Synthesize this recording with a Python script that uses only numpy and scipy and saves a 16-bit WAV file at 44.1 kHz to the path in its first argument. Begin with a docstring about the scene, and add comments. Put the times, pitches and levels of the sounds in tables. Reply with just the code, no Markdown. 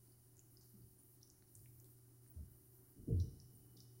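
"""Small wet lip smacks in a quiet room: a dog on a blanket works its mouth. Tiny films of saliva pop,
each ringing a pocket of the mouth, and the walls answer faintly. A few soft, deep thumps on the floor
sink in pitch and leave a low ring, and a hand rubs on the camera. Under it all lie mains hum,
a ventilation murmur, and the camera's own hiss, thin whine and brief lens-motor whirs and chirps."""
import sys
import numpy as np
from scipy import signal
from scipy.fft import rfft, irfft, next_fast_len
from scipy.io import wavfile
from scipy.ndimage import map_coordinates

SR = 44100
rng = np.random.default_rng(int(sys.argv[2]) if len(sys.argv) > 2 else 0)


def put_to_file(sound):
    """Save the sound as 16-bit audio at rate SR, in the file named by the first command-line argument."""
    columns = np.atleast_2d(sound).T  # one column per channel
    safe = np.clip(columns, -1, 1)
    whole_steps = np.round(safe * 32767)
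    wavfile.write(sys.argv[1], SR, whole_steps.astype(np.int16))


N = 176400
TOP_HZ = 15850  # the camera's band limit


def amp(db):
    """Decibels to gain."""
    return 10 ** (np.asarray(db) / 20)


def unit(x):
    """Scale to rms 1."""
    return x / np.sqrt(np.mean(x ** 2) + 1e-30)


def clock():
    """Seconds at every sample."""
    return np.arange(N) / SR


def fader(points):
    """Gain at every sample from (seconds, dB) points."""
    return amp(np.interp(clock(), *np.transpose(points)))


def wobble(rate):
    """A smooth random curve with `rate` knots a second."""
    return map_coordinates(rng.standard_normal(N // 100), [clock() * rate], mode="mirror")


def filtered(x, response):
    """Equalise x with a gain given as a function of Hz."""
    size = next_fast_len(N + SR // 2)
    return irfft(rfft(x, size) * response(np.fft.rfftfreq(size, 1 / SR)), size)[:N]


def noise(colour):
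    """Noise of rms 1, coloured by (Hz, dB) points."""
    freqs, db = np.transpose(colour)
    white = rng.standard_normal(N)
    return unit(filtered(white, lambda hz: amp(np.interp(np.log(hz + 1), np.log(freqs), db))))


def add(track, start, sound):
    """Mix a sound into the track, `start` seconds in."""
    part = track[max(round(start * SR), 0):][:len(sound)]
    part += sound[:len(part)]


def ventilation():
    """Moving air makes a low, restless murmur."""
    # The murmur's colour. Each row: frequency in Hz, relative level in dB.
    colour = [(20, -6), (50, -4.5), (85, 3), (135, -3), (170, -5.5), (230, -7.5), (300, -1.5), (385, -5),
              (430, -17.5), (550, -18.5), (800, -21), (1400, -24), (2100, -28), (2800, -38.5),
              (3600, -52.5)]
    # Its nearly flat fader. Each row: time in seconds, level in dB.
    ride = [(0, -73), (1.5, -73.5), (2.8, -73), (3.6, -72.5), (4, -73)]
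    return fader(ride) * amp(0.94 * wobble(11)) * noise(colour)


def mains_hum():
    """Four slightly unsteady tones that slowly grow louder."""
    # The hum's tones. Each row: frequency in Hz, rms level in dB before the fader.
    tones = [(120, -66), (292, -87), (380, -80), (760, -94)]
    # The slow rise. Each row: time in seconds, gain in dB.
    ride = [(0, -6), (2, -4), (4, -0.5)]
    hum = sum(amp(db - 2.2 * wobble(5.7)) * np.sin(2 * np.pi * hz * clock() + 0.11 * wobble(5))
              for hz, db in tones)
    return np.sqrt(2) * fader(ride) * hum


def camera_hiss():
    """The camera's own bright noise floor, fluttering slightly."""
    # The hiss's colour. Each row: frequency in Hz, relative level in dB.
    colour = [(1500, -40), (2800, -16), (3400, -17), (4400, -10.5), (5500, -6), (6500, -8.5), (8300, -8),
              (9400, 3.5), (10300, 2), (11200, -1), (11650, -3.5), (12100, -0.5), (14000, -2), (15800, 3)]
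    return amp(-69.5 + 0.68 * wobble(39)) * noise(colour)


def camera_whine(hz=2970):
    """One thin tone, roughened by a fast waver in level and phase."""
    # The whine comes up near the end. Each row: time in seconds, level in dB.
    ride = [(0, -100.5), (.5, -100), (1, -101), (1.6, -102.5), (2.9, -102), (3.15, -92.5), (3.55, -97),
            (3.75, -92), (4, -90)]
    gain = fader(ride) * amp(3.5 * wobble(70))
    return gain * unit(np.sin(2 * np.pi * hz * clock() + 0.5 * wobble(30)))


def lens_whirs(fade_in_s=0.034, fade_out_s=0.032):
    """The lens drive runs in spells of brighter, fluttering hiss."""
    # Runs of the drive. Each row: start in seconds, end in seconds, level in dB.
    spells = [(0.484, .98, -72.5), (1.015, 1.173, -70), (1.48, 1.96, -70), (2.27, 2.402, -81),
              (2.462, 2.95, -70.5), (3.495, 3.865, -74)]
    # The drive's colour. Each row: frequency in Hz, relative level in dB.
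    colour = [(4000, -72), (8500, -19.5), (9600, -3.5), (11600, -17.5), (12400, 2), (14000, -4),
              (15600, -3)]
    t = clock()
    gate = sum(amp(db) * np.clip(np.minimum((t - start) / fade_in_s, (end - t) / fade_out_s), 0, 1)
               for start, end, db in spells)
    return gate * amp(1.6 * wobble(40)) * noise(colour)


def lens_chirps(edge_s=0.002, half_width_hz=350):
    """The lens motor chirps: short bursts of high, narrow-band noise."""
    # Each row: start in seconds, level in dB before the band limit, centre in Hz, length in seconds.
    chirps = [(0.984, -69, 9500, 0.025), (1.005, -77, 14900, 0.046), (1.03, -70.5, 9600, 0.0066),
              (1.736, -81, 15300, 0.12), (2.27, -72.5, 9250, .022), (2.299, -53, 16200, 0.023),
              (3.549, -70, 9230, 0.018), (3.572, -61, 16200, 0.028)]
    out, t = np.zeros(N), clock()
    for start, db, hz, length in chirps:
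        band = unit(filtered(rng.standard_normal(N), lambda f: 1 / (1 + ((f - hz) / half_width_hz) ** 2)))
        envelope = np.minimum(t / edge_s, 1) * np.exp(-np.maximum(t - length, 0) / edge_s)
        add(out, start, amp(db) * envelope * band)
    return out


def grip_rubs(weight_lag_s=0.02467):
    """The hand shifts on the camera: dull friction swells and dies away, its bass weight just behind."""
    # Shifts of the grip. Each row: start in seconds, rms level at the crest in dB, swell in seconds,
    # seconds to fall 60 dB, weight against the friction in dB.
    rubs = [(0.762, -72, 0.047, 0.35, 6.5), (1.559, -77, 0.043, 0.62, 5.5), (2.337, -62, 0.0059, 0.14, 5.5),
            (2.376, -68.5, 0.0098, 0.26, 14.5), (2.955, -59.5, 0.032, 0.63, 0.5),
            (3.071, -42, 0.015, 0.62, 1.5), (3.52, -67.5, 0.017, 1.0, -0.5), (3.74, -68.5, 0.014, 0.74, -9),
            (3.931, -77, 0.012, 0.25, 4)]
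    # Colours of the friction and of its weight. Each row: frequency in Hz, relative level in dB.
    friction_colour = [(60, -14), (130, 3.5), (190, 0.5), (320, 0), (385, -7.5), (450, -6), (520, -22),
                       (660, -24.5), (780, -43), (1500, -60.5), (3000, -110)]
    weight_colour = [(20, -11.5), (45, 7.5), (90, 7.5), (150, -0.5), (210, 3), (300, -26), (900, -110)]
    out, t = np.zeros(N), clock()
    for start, db, swell, t60, weight_db in rubs:
        envelope = np.minimum(t / swell, 1) * amp(db - 60 * np.maximum(t - swell, 0) / t60)
        add(out, start, envelope * noise(friction_colour))
        add(out, start + weight_lag_s, amp(weight_db) * envelope * noise(weight_colour))
    return out


def floor_thumps():
    """Soft, deep thumps: a wave in the floor shudders, sinks in pitch and leaves its modes ringing."""
    # Thumps on the floor. Each row: start in seconds, level in dB, swell in seconds,
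    # hold in seconds, starting pitch in Hz, settled pitch in Hz.
    thumps = [(.733, -60, 0.019, 0.014, 233, 199.6), (.80, -64, 0.022, 0.047, 128, 120.6),
              (1.554, -57.5, 0.0093, 0.034, 127, 98), (2.353, -49.5, .028, 0.061, 114.3, 66.3),
              (2.378, -73, .006, .01, 651, 642), (3.072, -32.5, .075, 0.083, 367, 86.95),
              (3.095, -46, .012, .016, 460, 451.8)]
    # Floor modes. Each row: frequency in Hz, level against the thump in dB, seconds to fall 60 dB.
    modes = [(59, -18, 1), (87.2, -11, 0.82), (124.7, -11.5, 1), (143.4, -15, 1), (203, -18, 0.38),
             (252.6, -22.5, 0.61), (308.6, -24.5, 0.51), (444, -18, .2), (629, -37.5, .2)]
    settle_s, release_s, ring_attack_s = 0.022, 0.0062, 0.024
    after_db, after_t60_s = -14, 0.68  # what keeps swinging after the hold
    out, t = np.zeros(N), clock()
    for start, db, swell, hold, start_hz, end_hz in thumps:
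        pitch = (end_hz + (start_hz - end_hz) * np.exp(-t / settle_s)) * (1 + 0.034 * wobble(54))
        since_release = t - swell - hold
        held = (1 - np.tanh(since_release / release_s)) / 2
        afterswing = (1 - held) * amp(after_db - 60 * np.maximum(since_release, 0) / after_t60_s)
        envelope = np.sin(np.pi / 2 * np.minimum(t / swell, 1)) * (held + afterswing)
        add(out, start, amp(db + wobble(78)) * envelope * np.sin(2 * np.pi * np.cumsum(pitch) / SR))
        ring = np.zeros(N)
        for hz, mode_db, t60 in modes:
            phase = 2 * np.pi * hz * t + rng.uniform(0, 2 * np.pi) + 0.5 * wobble(36)
            ring += amp(mode_db - 60 * t / t60) * np.sin(phase)
        add(out, start + 0.35 * swell, amp(db) * ring * (1 - np.exp(-t / ring_attack_s)))
    return out


def room_response(t60_s=0.68, predelay_s=0.002, wall_energy=0.5):
    """A fresh answer of the room, of energy 1: six echoes off near walls and a diffuse tail."""
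    t = np.arange(SR // 2) / SR
    response = rng.standard_normal(len(t)) * amp(-60 * t / t60_s) * (t > predelay_s)
    response /= np.linalg.norm(response)
    echoes = rng.integers(SR // 500, SR // 40, size=6)  # 2 to 25 ms late
    response[echoes] += np.sqrt(wall_energy / 6) * rng.choice([-1, 1], size=6)
    return response / np.linalg.norm(response)


def saliva_pop(db, hz, peak_ms, overtone_ratio=1.2, overtone_db=-16.5):
    """One bursting film rings a small pocket of the mouth for a few cycles, bending slightly upward."""
    age = np.arange(SR // 100) * 1000 / SR / peak_ms  # 1 at the crest of the swell
    phase = 2 * np.pi * np.cumsum(hz * (1 + 0.02 * np.tanh(age - 1))) / SR
    swell = (age * np.exp(1 - age)) ** 1.3
    ring = swell * np.sin(phase) + amp(overtone_db) * swell ** 2 * np.sin(overtone_ratio * phase)
    pocket = signal.butter(4, [0.77 * hz, min(1.7 * hz, TOP_HZ)], "band", fs=SR, output="sos")
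    return amp(db) * signal.sosfilt(pocket, ring)


def tongue_peels():
    """The tongue peels off the wet palate: a thickening fizz of tiny films just before a big smack."""
    # Each row: end in seconds, typical level of one film in dB, rise in seconds, centre pitch in Hz.
    peels = [(3.198, -79, 0.033, 4670), (3.772, -67.5, 0.0063, 5100), (1.228, -82, 0.018, 4200)]
    out = np.zeros(N)
    for end, db, rise, hz in peels:
        films = int(1100 * rise)
        for lead, strength, tune in rng.standard_normal(size=(films, 3)):
            pitch = hz * np.exp(np.clip(0.2 * tune, -0.5, 0.5))
            add(out, end - rise * abs(lead), saliva_pop(db + 3 * strength, pitch, peak_ms=0.4))
    return out


def lip_smacks():
    """Each saliva pop comes with its room answer and a faint crackle of five smaller films around it."""
    # The pops. Each row: start in seconds, level in dB, pitch in Hz, time to the crest in
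    # milliseconds, reverb send in dB.
    pops = [(.0765, -67.5, 4960, 0.33, -7), (.1215, -64.5, 4750, 0.61, -2), (0.3692, -53, 7350, 0.14, -10),
            (0.38, -59, 6730, 0.2, 5.5), (.3932, -50, 6830, 0.36, -8), (0.3917, -71.5, 2770, 0.46, -2),
            (0.5705, -56, 5010, 0.72, -4), (0.611, -53.5, 5400, 0.11, 6), (0.626, -68.5, 4670, .4, 5),
            (0.82, -70, 4630, 0.63, -0.5), (1.215, -64, 4300, 0.18, 5.5), (1.2304, -48, 5620, 0.45, -6),
            (1.3010, -47, 6180, 0.14, -4), (1.4232, -65, 1590, 0.37, -4), (1.4235, -67, 4260, 0.49, -4),
            (1.5533, -39, 7540, 0.07, -4.5), (1.5518, -49, 9300, .15, 5.5), (1.592, -69, 5020, 0.67, 1),
            (1.659, -61, 2300, 0.4, -4.5), (1.8006, -50, 6800, 0.15, -9), (1.8442, -49.5, 9160, 0.074, 0.5),
            (1.8449, -60, 4290, 0.11, 0.5), (1.874, -67, 8350, 0.23, 3), (2.263, -67, 1540, 0.27, -10),
            (3.2015, -53, 3985, 0.8, -5), (3.2001, -48.5, 5500, 0.31, 4), (3.212, -59, 5600, 0.47, -2),
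            (3.4007, -49, 5420, .3, -2), (3.7715, -54.5, 5100, 0.33, 0.5), (3.7744, -54.5, 5600, 0.14, -1),
            (3.776, -64.5, 3680, 0.76, 2.5), (3.804, -46, 5310, 0.26, -1.5)]
    crackle_db, scatter_db, spread_s = -27.5, 6.5, 0.01
    out = np.zeros(N)
    for start, db, hz, peak_ms, send_db in pops:
        pop = saliva_pop(db, hz, peak_ms)
        add(out, start, pop)
        add(out, start, amp(send_db) * signal.fftconvolve(pop, room_response()))
        for offset, softness, tune in rng.standard_normal(size=(5, 3)):
            film = saliva_pop(db + crackle_db - scatter_db * softness, hz * np.exp(0.14 * tune), peak_ms)
            add(out, start + spread_s * offset, film)
    return out


def scene():
    """The dog, the thumps and rubs, the room tone and the camera's own noises at one microphone."""
    mouth = lip_smacks() + tongue_peels()
    low_end = floor_thumps() + grip_rubs()
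    room_tone = mains_hum() + ventilation()
    camera = camera_hiss() + camera_whine() + lens_whirs() + lens_chirps()
    return (mouth + low_end + room_tone + camera)[None]


def record(dry):
    """The camera keeps nothing above its band limit."""
    return np.array([filtered(channel, lambda hz: hz < TOP_HZ) for channel in dry])


dry = scene()
out = record(dry)
put_to_file(out)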